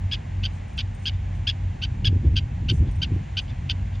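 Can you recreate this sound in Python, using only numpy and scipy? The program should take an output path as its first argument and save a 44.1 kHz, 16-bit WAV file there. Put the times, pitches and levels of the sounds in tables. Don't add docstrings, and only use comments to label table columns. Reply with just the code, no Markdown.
import sys
import numpy as np
from scipy import signal
from scipy.fft import rfft, irfft
from scipy.io import wavfile

SR = 44100
rng = np.random.default_rng(int(sys.argv[2]) if len(sys.argv) > 2 else 0)


def wav_out(sig):
    wavfile.write(sys.argv[1], SR, np.round(np.clip(np.atleast_2d(sig).T, -1, 1) * 32767).astype(np.int16))


N = 176400

# pitch_hz, level_db
CRISP_HISS = [(2000, -28.5), (4500, -13.5), (6000, 6), (7300, 4), (8700, 1.5), (10000, -5.5),
              (11500, -23.5), (13500, -20.5), (15000, -24), (17000, -32)]


def prairie_dog(t):
    # start_s, length_s, peak_hz, level_db, peak_place (share of the length),
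    # first_catch_s, second_catch_s, roughness (0 to 1)
    barks = [(0.112, .047, 1680, -20.5, .33, 0.0043, .029, 0.66),
             (0.429, 0.046, 1580, -22, .48, 0.0047, 0.014, .45),
             (.777, .044, 1560, -24, .36, .007, 0.022, .9),
             (1.053, 0.048, 1665, -18.5, .42, 0.013, .031, 0.45),
             (1.468, .048, 1700, -17, .42, .016, 0.038, 0.43),
             (1.815, 0.046, 1560, -23, 0.55, 0.0072, .019, .45),
             (2.044, .046, 1710, -14.5, 0.32, .007, .024, 0.35),
             (2.357, .042, 1610, -19, .42, .016, 0.034, 0.58),
             (2.683, .039, 1580, -19.5, .5, 0.0168, .027, .45),
             (3.016, .040, 1600, -18, 0.25, 0.013, .027, 0.33),
             (3.368, 0.038, 1595, -18, 0.35, 0.0078, .016, 0.41),
             (3.691, 0.032, 1575, -18.5, 0.55, 0.0091, 0.011, 0.53)]
    return bark_voice(t, barks)


def bark_voice(t, barks):
    # pitch_hz, gain_db
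    throat = [(600, -41), (1250, -19.5), (1600, -23), (2050, -15), (2600, -1), (3200, -2), (3500, -3),
              (4000, -10), (4800, -8.5), (5200, -16), (5600, -17), (6500, -25), (7300, -44.5), (8300, -46),
              (10000, -43), (11500, -66), (15000, -83)]
    # pitch_hz, gain_db
    half_closed_mouth = [(1600, -3), (2600, 3), (3600, 0), (5000, -5), (6500, -12)]
    # pitch_hz, gain_db
    air_tone = [(1500, 1.5), (2100, -5), (3100, 4), (3800, 3), (5500, 1.5), (7000, -0.5), (9000, -2.5)]
    attack_s, release_s, catch_s = .003, .001, .0018
    sag_drop, catch_drop = .22, .065
    sag_db, catch_db, fade_db = -14, -6.5, -13.5
    fade_from = .53
    flutter_share, flutter_db, jitter_share = .011, 2.82, .048
    rasp_hz, breath_db = 561, 4
    pitch, loudness, rasp, closing = np.zeros((4, N))
    for start, length, peak_hz, level_db, peak_place, first, second, roughness in barks:
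        on = (t >= start) & (t < start + length)
        age = t[on] - start
        progress = age / length
        sag = np.maximum(1 - progress / peak_place, (progress - peak_place) / (1 - peak_place)) ** 2.5
        catch = bell((age - first) / catch_s) + bell((age - second) / catch_s)
        pitch[on] = peak_hz * (1 - sag_drop * sag - catch_drop * catch)
        edges = np.minimum(age / attack_s, 1) * np.minimum((length - age) / release_s, 1)
        fade = np.maximum(progress - fade_from, 0) / (1 - fade_from)
        loudness[on] = edges * undb(level_db + sag_db * sag + catch_db * catch + fade_db * fade ** 2)
        rasp[on] = roughness * (.3 + 1.36 * np.minimum(sag / 2 + catch + fade, 1))
        closing[on] = sag
    flutter = wander(hz=249)
    phase = phase_of(pitch * (1 + flutter_share * flutter + jitter_share * rasp * wander(hz=1600)))
    shake = rasp * np.sin(phase_of(rasp_hz * (1 + .21 * wander(hz=250))))
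    buzz = sum(np.cos(harmonic * (phase + .66 * shake)) for harmonic in range(1, 8)) * (1 + shake)
    air = colour(rng.standard_normal(N), air_tone)
    breath = undb(breath_db) * rasp * air * (1 + np.cos(phase))
    voice = loudness * undb(flutter_db * flutter) * (buzz + breath)
    mouthed = (1 - closing) * voice + closing * colour(voice, half_closed_mouth)
    return colour(mouthed, throat)


def far_neighbour(t):
    # start_s, level_db
    answers = [(1.12, -52.5), (2.24, -55.5), (2.854, -51), (3.476, -46.5), (3.925, -51)]
    length_s, peak_hz, peak_place, catches_s, roughness = .05, 1780, .5, (.012, .022), .9
    barks = [(start, length_s, peak_hz, db, peak_place, *catches_s, roughness) for start, db in answers]
    return bark_voice(t, barks)


def field_echo(sound, t):
    def echo(level_db, fade_s):
        tail = rng.standard_normal(N) * undb(-60 * t / fade_s)
        return undb(level_db) * signal.fftconvolve(sound, tail / np.linalg.norm(tail))[:N]
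    middle = sound + echo(level_db=-13.5, fade_s=.055) + echo(level_db=-36.5, fade_s=.67)
    return middle + to_sides(echo(level_db=-20, fade_s=.055))


def grass(t):
    # middle_s, half_length_s, level_db
    rustles = [(.55, 0.028, -66), (1.04, .014, -59), (1.362, .018, -65), (2.752, 0.031, -56),
               (3.43, .02, -66)]
    crackle_db = 3
    stir = sum(undb(db) * bell((t - middle) / half_length) for middle, half_length, db in rustles)
    ears = [unit(noise(CRISP_HISS) * undb(crackle_db * wander(hz=300))) for _ in range(2)]
    return stir * np.array(ears)


def metal_ticks(t):
    # start_s, level_db
    touches = [(.683, -61), (.71, -68), (0.732, -60), (.774, -50), (.948, -59), (.997, -63), (2.913, -55),
               (2.957, -62), (3.153, -63)]
    # pitch_hz, level_db, fade_s (time to fall by 60 dB)
    tones = [(5850, -6, 0.09), (8460, -5, 0.1), (8600, 1, .07), (14400, -13, .06)]
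    crack_db, crack_s = 1, .002
    ears = np.zeros((2, N))
    for start, level_db in touches:
        age = np.maximum(t - start, 0)
        ring = sum(undb(db - 60 * age / fade_s) * np.sin(2 * np.pi * (hz * age + rng.random((2, 1))))
                   for hz, db, fade_s in tones)
        crack = undb(crack_db) * np.exp(-age / crack_s) * noise(CRISP_HISS)
        ears += (t >= start) * undb(level_db) * (ring * (1 + .5 * wander(hz=200)) + crack)
    return ears


def wind(t):
    # pitch_hz, level_db
    rumble_tone = [(15, -39), (27, -22), (40, -0.5), (65, 2), (95, -2.5), (125, -3.5), (165, -9),
                   (220, -16), (300, -25), (450, -46), (900, -77), (4000, -130)]
    # time_s, level_db
    gusts = [(0, -29.5), (.7, -32.5), (1.2, -32.5), (1.7, -30), (1.95, -27.5), (2.15, -25), (2.35, -25),
             (2.52, -27.5), (2.8, -23.5), (2.95, -29.5), (3.12, -22), (3.28, -34), (3.7, -28.5), (4, -31.5)]
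    # middle_s, thump_db, thump_hz, snap_db
    buffets = [(2.046, -24.5, 116, -26.5), (2.083, -12.5, 99.6, -38), (2.129, -15.5, 78.6, -26),
               (2.167, -11.5, 91, -28), (2.25, -22, 138, -22.5), (2.275, -9.5, 70, -28.5),
               (2.342, -15.5, 96, -28.5), (2.625, -33, 113.6, -35.5), (2.724, -20, 104.7, -22.5),
               (2.778, -23, 88.5, -37), (2.808, -11.5, 73, -34), (2.826, -14, 92, -26),
               (2.872, -26.5, 122.4, -26), (2.988, -17, 86, -49), (3.122, -20.5, 99.8, -26),
               (3.164, -20, 100.3, -27.5)]
    # pitch_hz, level_db
    swirl_tone = [(70, -21), (150, 3), (270, -2.5), (380, -8.5), (500, -16), (750, -33), (1500, -71.5),
                  (5000, -120)]
    swirl_db, swirl_half_s, side_db = -11, .022, -57.5

    def puff(middle, half_s, hz):
        return bell((t - middle) / half_s) * np.sin(2 * np.pi * (hz * (t - middle) + rng.random()))
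    rumble = noise(rumble_tone) * undb(np.interp(t, *np.array(gusts).T))
    blows, flurry = np.zeros((2, N))
    for middle, thump_db, thump_hz, snap_db in buffets:
        blows += undb(thump_db) * puff(middle, half_s=.012, hz=thump_hz)
        blows += undb(snap_db) * puff(middle, half_s=.0026, hz=290)
        flurry += undb(snap_db) * bell((t - middle) / swirl_half_s)
    swirls = undb(swirl_db) * flurry * noise(swirl_tone)
    return rumble + blows + swirls + to_sides(undb(side_db) * noise(rumble_tone))


def far_traffic():
    # pitch_hz, level_db
    wash_tone = [(200, -6.5), (320, -1), (480, -4), (820, 0), (1050, -4), (1300, -9.5), (1650, -4),
                 (2100, -3), (2800, -7.5), (3600, -13), (4800, -20), (5800, -20.5), (7000, -18),
                 (8000, -31), (9200, -34.5), (11000, -61.5), (15000, -70)]
    # pitch_hz, side_minus_middle_db
    width = [(200, -1.5), (300, 4), (480, 5), (820, 5), (1380, -4), (2300, -55), (3900, -39.5),
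             (6600, -4.5), (8500, 5.5)]
    # pitch_hz, left_minus_right_db
    lean = [(280, .5), (500, -2.5), (820, -1), (1300, 0.5), (2300, 0)]
    level_db, waver_db = -50.5, .5
    middle, side = noise(wash_tone), colour(noise(wash_tone), width)
    left = colour(middle + side, [(hz, db / 2) for hz, db in lean])
    right = colour(middle - side, [(hz, -db / 2) for hz, db in lean])
    return undb(level_db + waver_db * wander(hz=2)) * np.array([left, right])


def engine_hum(t):
    # time_s, level_db
    levels = [(0, -29.5), (.7, -35.5), (1.4, -27.5), (1.8, -30), (3, -36), (4, -32)]
    low_hz, low_db, drift_share, waver_db = 46.4, -7.5, .0078, 3.5
    phase = phase_of(low_hz * (1 + drift_share * wander(hz=1.87)))
    hum = np.sqrt(2) * (np.sin(2 * phase) + undb(low_db) * np.sin(phase))
    return hum * undb(np.interp(t, *np.array(levels).T) + waver_db * wander(hz=9.1))


def undb(db):
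    return 10 ** (np.asarray(db) / 20)


def unit(sound):
    return sound / np.sqrt(np.mean(sound ** 2))


def colour(sound, points):
    hz = np.arange(len(sound) // 2 + 1) * SR / len(sound)
    point_hz, point_db = np.array(points).T
    gain_db = np.interp(np.log(np.maximum(hz, 1)), np.log(point_hz), point_db)
    return irfft(rfft(sound) * undb(gain_db), len(sound))


def noise(points):
    return unit(colour(rng.standard_normal(N), points))


def wander(hz):
    rates = np.arange(N // 2 + 1) * SR / N
    return unit(irfft(rfft(rng.standard_normal(N)) * np.exp(-(rates / hz) ** 2), N))


def bell(x):
    return np.exp(-.5 * x ** 2)


def phase_of(pitch_hz):
    return 2 * np.pi * np.cumsum(pitch_hz) / SR


def to_sides(sound):
    return np.array([sound, -sound])


def scene():
    t = np.arange(N) / SR
    barks = field_echo(prairie_dog(t) + far_neighbour(t), t)
    return barks + grass(t) + metal_ticks(t) + far_traffic() + engine_hum(t) + wind(t)


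def record(dry):
    top_hz = 15800
    return signal.sosfilt(signal.ellip(8, .2, 70, top_hz, fs=SR, output="sos"), dry)


dry = scene()
out = record(dry)
wav_out(out)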